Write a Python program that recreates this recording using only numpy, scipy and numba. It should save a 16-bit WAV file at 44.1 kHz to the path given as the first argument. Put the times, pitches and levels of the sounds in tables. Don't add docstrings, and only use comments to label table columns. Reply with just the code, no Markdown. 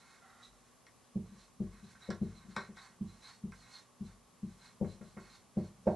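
import sys
import numpy as np
from scipy import signal
from scipy.fft import rfft, irfft, next_fast_len
from scipy.io import wavfile
from scipy.ndimage import uniform_filter1d
from numba import njit

SR = 44100
rng = np.random.default_rng(int(sys.argv[2]) if len(sys.argv) > 2 else 0)


def amplitude_ratio(level_db):
    exponent = np.asarray(level_db, float) / 20
    return 10 ** exponent


def to_wav(s):
    ch = np.atleast_2d(s).T
    pcm = np.round(np.clip(ch, -1, 1) * 32767)
    wavfile.write(sys.argv[1], SR, pcm.astype(np.int16))


N = 262615
T = np.arange(N) / SR
LEFT_RIGHT = np.array([[1], [-1]])

# start in seconds, peak level in dB, hardness as level of the upper modes in dB,
# wall shudder in dB, left minus right in dB.
LANDINGS = [(0.455, -84, -6, -53, 3), (1.156, -28, -28, -45, -1.5), (1.319, -47, -36, -50, 2.5),
            (1.367, -65, -10, -66, -5), (1.601, -27.5, -25.5, -37, 2.5), (1.827, -45, -31, -57, 3),
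            (2.088, -30.5, -12, -52, 4.5), (2.214, -25.5, -30, -42, 2.5), (2.447, -53, -24, -52, 6),
            (2.483, -44, -37, -55, 4.5), (2.566, -38, -9.5, -58, 1.5), (2.689, -45, -19, -54, 2.5),
            (3.009, -31.5, -46, -45, -2), (3.437, -33, -38, -44, 1.5), (4.007, -34, -37, -43, 2),
            (4.43, -33.5, -38, -48, 2), (4.811, -25, -14.5, -45, 5.5), (5.01, -44, -13.5, -55, 5.5),
            (5.167, -42, -10.5, -50, 2), (5.569, -25, -17, -48, 1), (5.868, -22.5, -3, -62, 0.5)]
# frequency in Hz, level in dB, 60 dB decay time in seconds.
PANEL_MODES = [(95.7, -9.5, 0.19), (135.5, -11.5, 0.16), (159, -1, 0.097), (190.3, -8, 0.11),
               (195.3, 4.5, 0.1), (211.6, -11.5, 0.19), (252.4, -20, 0.2), (285, -14, 0.068),
               (344.2, 5.5, 0.14), (388.4, 0, 0.2), (448, -10.5, 0.35), (498, 10, 0.071),
               (538.2, 6.5, 0.08), (607, -6, 0.26), (699.3, -6.5, 0.15), (795, -6.5, 0.094),
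               (815, -35, 0.089), (960, -6.5, 0.015)]
# start in seconds, peak level in dB, treble in dB, strongest ring in Hz,
# left minus right in dB.
BARREL_TICKS = [(0.867, -54, -5, 2080, 1.5), (1.044, -68.5, 5, 1070, -0.5), (1.9519, -52.5, -20, 1530, -2),
                (2.1039, -40, -2, 1090, -2.5), (2.5641, -28, -12, 1100, 2), (2.77, -51, -6, 1530, 3.5),
                (3.521, -52, -4.5, 1500, -3.5), (4.844, -50.5, -28, 1120, -4),
                (5.0124, -54.5, -29, 1090, -1), (5.1718, -49, -34, 1120, -3), (5.8723, -46, -13, 1180, -5)]
# frequency in Hz, width in Hz, level in dB.
BARREL_RINGS = [(753, 145, -5.5), (1090, 100, 2), (1388, 58, 0), (1530, 94, 3), (1690, 22, -1.5),
                (1818, 74, -1), (2130, 143, -4.5), (2575, 47, -8.5), (1610, 490, -9.5)]
# frequency in Hz, width in Hz,
# level in dB.
TIP_RINGS = [(3920, 580, -2.5), (4150, 460, -2.5), (4455, 77, -5), (5430, 1400, -3), (8300, 4100, -8.5),
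             (2960, 1200, -8)]
# frequency in Hz, width in Hz, level in dB.
SLANTED_RINGS = [(770, 63, -1), (1100, 63, -2.5), (1402, 55, 3.5), (2020, 83, -3), (1500, 1150, -16.5)]
# start in seconds, hold at full speed in seconds, rub in
# dB, squeak in dB, squeak pitch in Hz.
PEN_STROKES = [(0.0, 0.17, -66, -69.5, 4150), (0.223, 0.21, -63.5, -83, 3770),
               (0.429, 0.019, -70, -63, 3850), (0.52, 0.18, -78, -84, 4000),
               (1.262, 0.11, -74, -77, 3980), (1.401, 0.048, -71.5, -67, 4150),
               (1.626, 0.06, -74.5, -84, 4150), (1.73, 0.062, -68, -74, 4130),
               (1.856, 0.074, -69, -68, 3990), (2.03, 0.022, -60.5, -63.5, 3890),
               (2.148, 0.02, -73, -80, 3870), (2.225, 0.14, -71, -76, 3970),
               (2.354, 0.038, -68.5, -68, 4000), (2.406, 0.025, -67, -77, 3860),
               (2.511, 0.015, -64.5, -63.5, 4200), (2.57, 0.075, -57, -63.5, 4010),
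               (2.778, 0.031, -60.5, -63.5, 3840), (2.82, 0.045, -62, -64, 4130),
               (3.081, 0.09, -71.5, -70.5, 4030), (3.236, 0.068, -62.5, -59.5, 4113),
                 (3.291, 0.05, -73, -66, 4200), (3.554, 0.059, -75, -68, 4210),
                 (3.626, 0.13, -68, -72, 3970), (3.738, 0.032, -62, -54, 4130),
                 (4.063, 0.049, -75, -70.5, 4130), (4.086, 0.024, -68, -72, 4340),
                 (4.452, 0.14, -79, -79, 4060), (4.616, 0.058, -66, -64, 4030),
                 (4.885, 0.04, -72, -66.5, 4130), (5.045, 0.06, -73, -72.5, 4070),
                 (5.206, 0.081, -65.5, -70, 4290), (5.302, 0.055, -66, -62.5, 4150),
                 (5.592, 0.025, -68, -73, 4330), (5.635, 0.037, -72, -69.5, 4230),
                 (5.875, 0.11, -70, -70.5, 4100)]
# time in seconds, level in dB.
HAND_PRESSURE = [(0.0, -76), (1.16, -80), (1.33, -77), (1.61, -73), (1.76, -66), (1.92, -68.5), (2.15, -74),
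                 (2.32, -63.5), (2.8, -75), (3.61, -71), (3.96, -83), (4.44, -72), (4.87, -71), (5.07, -65),
                 (5.34, -74), (5.62, -77), (5.77, -68.5), (5.95, -55)]
# frequency in Hz, 60 dB decay time in seconds.
ROOM_DECAY = [(100, 0.37), (500, 0.33), (2000, 0.18), (8000, 0.16)]
# frequency in Hz, share of the tail in dB.
ROOM_COLOUR = [(100, -3.5), (300, -13.5), (700, -10.5), (2000, -1), (8000, -4.5)]
# frequency in Hz, level in dB per Hz.
AIR_COLOUR = [(15, -68), (25, -13), (70, -12), (127, -4), (152, -17.5), (241, -3), (312, -12), (364, -8),
              (694, -10.5), (853, -10), (1460, -16.5), (1670, -18.5), (1800, -18.5), (2940, -20),
              (11800, -23), (15300, -49), (22000, -120)]
# frequency in Hz, side minus mid in dB.
AIR_WIDTH = [(60, -32), (110, 0.5), (190, -4), (340, -2.5), (620, -7.5), (1100, -4.5), (1980, -5.5),
             (3540, -12), (6340, 1.5), (11400, -5)]
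# frequency in Hz, level in dB.
MAINS_HUM = [(120, -79), (240, -74.5)]
STROKES = PEN_STROKES


def level(x, db):
    return x * amplitude_ratio(db) / np.sqrt(np.mean(x ** 2))


def fade(t, t60):
    return np.exp(-np.log(1000) * t / t60)


def on_log(table, hz):
    f, value = np.transpose(table)
    return np.interp(np.log(np.maximum(hz, 1)), np.log(f), value)


def coloured(x, gain):
    size = next_fast_len(x.shape[-1])
    hz = np.arange(size // 2 + 1) * SR / size
    return irfft(rfft(x, size) * gain(hz), size)[..., :x.shape[-1]]


def resonances(table):
    def response(hz):
        total = 0
        for k, (centre, width, db) in enumerate(table):
            damping = 1j * hz * width
            total = total + (-1) ** k * amplitude_ratio(db) * damping / (centre * centre - hz * hz + damping)
        return total
    return response


def walk(rate):
    k = int(SR / rate)
    steps = np.repeat(rng.standard_normal(N // k + 1), k)
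    return 1.3 * uniform_filter1d(uniform_filter1d(steps, k), k)[:N]


def add(out, sound, s, db, pan_db):
    i = int(s * SR)
    gains = amplitude_ratio(db + np.array([pan_db, -pan_db]) / 2)
    out[:, i:i + len(sound)] += np.outer(gains, sound[:N - i])


@njit
def moving_bandpass(x, hz, width):
    y, band, low = np.empty(len(x)), 0., 0.
    for i in range(len(x)):
        g, k = np.tan(np.pi * hz[i] / SR), width / hz[i]
        v = (band + g * (x[i] - low)) / (1 + g * (g + k))
        band, low, y[i] = 2 * v - band, low + 2 * g * v, k * v
    return y


def wall_shudder(t):
    return np.sin(2 * np.pi * 47.2 * t) * (1 - np.exp(-t / 0.062)) ** 2 * fade(t, 0.36)


def dense_modes(t, upper_db, mid_db):
    crowd = resonances([(157, 54, -11.5), (384, 116, mid_db), (550, 156, upper_db), (950, 260, upper_db - 17)])
    rumble = coloured(rng.standard_normal(len(t)), lambda f: crowd(f) / (1 + (f / 1400) ** 4))
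    return rumble * (1 - np.exp(-t / 0.0033)) * amplitude_ratio(16.5) * fade(t, 0.22)


def landings():
    lead_s, upper_pan_db = 0.00056, -3.5
    early_s, early_db = 0.01024, -23
    out, t = np.zeros((2, N)), T[:SR // 2]
    hz, db, t60 = (column[:, None] for column in np.transpose(PANEL_MODES))
    low, upper = hz < 310, hz > 480
    rise = (1 - np.exp(-t / np.where(upper, 0.0019, 0.0041))) ** 2
    wall = wall_shudder(t)
    for s, peak_db, upper_db, wall_db, pan_db in LANDINGS:
        mid_db = -7.5 + 0.37 * upper_db
        reach_db = np.where(low, 0, np.where(upper, upper_db, mid_db))
        spot_db, detune = rng.standard_normal((2, len(PANEL_MODES), 1))
        strength = amplitude_ratio(db + reach_db + 1.0 * spot_db)
        tones = np.sin(2 * np.pi * hz * (1 + 0.0036 * detune) * t)
        rings = -rise * strength * tones * fade(t, t60)
        thump = rings[low[:, 0]].sum(axis=0)
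        knock = rings[~low[:, 0]].sum(axis=0) + dense_modes(t, upper_db, mid_db)
        add(out, thump, s - lead_s, peak_db, pan_db)
        add(out, knock, s - lead_s, peak_db, pan_db + upper_pan_db)
        add(out, rings.sum(axis=0), s - early_s, peak_db + early_db, pan_db)
        add(out, wall, s, wall_db, pan_db)
    return out


def barrel_ticks():
    rattle_s, crack_s, crack_db = 0.012, 0.0008, 6
    out, t = np.zeros((2, N)), T[:SR // 4]
    barrel_body = resonances(BARREL_RINGS)
    tip_body = resonances(TIP_RINGS[:2] + [(5600, 500, -6), (3200, 900, -13), (7500, 1200, -14)])
    for s, peak_db, treble_db, ring_hz, pan_db in BARREL_TICKS:
        envelope = np.exp(-t / rattle_s) + amplitude_ratio(crack_db) * np.exp(-t / crack_s)
        rattle = rng.standard_normal(len(t)) * envelope
        favoured = resonances([(ring_hz, 500, -3)])
        barrel = coloured(rattle, lambda f: barrel_body(f) * (0.42 + favoured(f)))
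        tip = coloured(rattle, lambda f: tip_body(f) / (1 + (f / 8200) ** 6))
        tick = barrel / barrel.max() + amplitude_ratio(treble_db) * tip / tip.max()
        add(out, tick, s - 0.001, peak_db + 1.5, pan_db)
    return out


def swell(db, rise_s, fall_s):
    start, hold = np.transpose(STROKES)[:2, :, None]
    before = np.maximum((start - T) / rise_s, 0)
    after = np.maximum((T - start - hold) / fall_s, 0)
    return amplitude_ratio(db)[:, None] * np.exp(-(before + after))


def felt_rub(slips):
    chatter_hz, width_hz = np.full(N, 1527.), 89.0
    wandering = moving_bandpass(slips, chatter_hz * (1 + 0.075 * walk(25)), width_hz)
    chatter = moving_bandpass(wandering, chatter_hz, 3 * width_hz)
    upright = level(coloured(slips, resonances(BARREL_RINGS)), -1.1) + level(chatter, -22.0)
    slanted = level(coloured(slips, resonances(SLANTED_RINGS)), -0.5)
    return np.where((T > 0.2) & (T < 0.6), slanted, upright)


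def felt_squeak(slips, tip_hz):
    width_hz = 172.0
    wandering = moving_bandpass(slips, tip_hz * (1 + 0.024 * walk(20)), width_hz)
    narrow = moving_bandpass(wandering, tip_hz, 3 * width_hz)
    tip, focus = resonances(TIP_RINGS[:3]), resonances([(4100, 1300, 0)])
    return level(narrow, -2.8) + level(coloured(slips, lambda f: tip(f) * focus(f)), -6)


def felt_strokes():
    pan_db, hiss_spread = -2.5, 0.28
    start, _, rub_db, squeak_db, start_hz = np.transpose(STROKES)
    hiss_db = -67.5 + 0.51 * (squeak_db + 59.5)
    rub_swell = swell(rub_db, 0.02, 0.036).max(axis=0)
    squeak_swells = swell(squeak_db, 0.014, 0.022)
    hiss_swell = swell(hiss_db, 0.053, 0.049).max(axis=0)
    now = squeak_swells.argmax(axis=0)
    climb_hz = 99 * np.tanh((T - start[now]) / 0.065)
    tip_hz = uniform_filter1d(start_hz[now] + climb_hz, size=400)
    slips = rng.standard_normal((4, N)) * amplitude_ratio(1.5 * walk(60))
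    rub = felt_rub(slips[0]) * rub_swell
    squeak = felt_squeak(slips[1], tip_hz) * squeak_swells.max(axis=0)
    mid, side = level(coloured(slips[2:], resonances(TIP_RINGS[3:])), -0.43) * hiss_swell
    return (rub + squeak + mid) * amplitude_ratio(LEFT_RIGHT * pan_db / 2) + hiss_spread * side * LEFT_RIGHT


def hand_press():
    panel = resonances([(100, 50, -4), (190, 40, 0)])
    groan = coloured(rng.standard_normal(N), lambda f: panel(f) / (1 + (f / 330) ** 4))
    s, db = np.transpose(HAND_PRESSURE)
    return level(groan, -0.091) * amplitude_ratio(np.interp(T, s, db))


def room(x):
    echo_s, echo_db, tail_db = 0.043, -15.5, -6.5
    t, tail = T[:SR // 2], 0
    for hz in 60 * 2. ** np.arange(8):
        noise = rng.standard_normal((2, len(t)))
        mid, side = coloured(noise, lambda f: np.exp(-np.log2((f + 1) / hz) ** 2 * 2))
        wide = np.clip(hz / 18600.0, 0, 1)
        decay = fade(t, on_log(ROOM_DECAY, hz)) * amplitude_ratio(on_log(ROOM_COLOUR, hz)) * (1 - np.exp(-t / 0.0017))
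        tail = tail + (mid + wide * side * LEFT_RIGHT) * decay
    tail *= amplitude_ratio(tail_db) / np.sqrt(np.sum(tail ** 2) / 2)
    tail[:, int(echo_s * SR)] += amplitude_ratio(echo_db)
    return x + signal.fftconvolve(x, tail, axes=1)[:, :N]


def air():
    mid = coloured(rng.standard_normal(N), lambda f: amplitude_ratio(on_log(AIR_COLOUR, f)))
    side = coloured(rng.standard_normal(N), lambda f: amplitude_ratio(on_log(AIR_COLOUR, f) + on_log(AIR_WIDTH, f)))
    noise = level(mid + side * LEFT_RIGHT, -66.5) * amplitude_ratio(0.5 * walk(2.6))
    fan = resonances([(1118, 136, 0)])
    whine = level(coloured(rng.standard_normal(N), lambda f: fan(f) ** 2), -76.5)
    hum = sum(amplitude_ratio(db + 0.94 * walk(10)) * np.sin(2 * np.pi * hz * T) for hz, db in MAINS_HUM)
    return noise + whine + hum


def scene():
    return room(landings() + barrel_ticks() + felt_strokes() + hand_press()) + air()


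def top_cut(x):
    return signal.sosfilt(signal.butter(12, 11950, fs=SR, output="sos"), x)


def record(dry):
    low_pass = signal.ellip(10, 0.2, 60, 11750, fs=SR, output="sos")
    mix = signal.sosfilt(low_pass, dry)
    return top_cut(mix)


dry = scene()
out = record(dry)
to_wav(out)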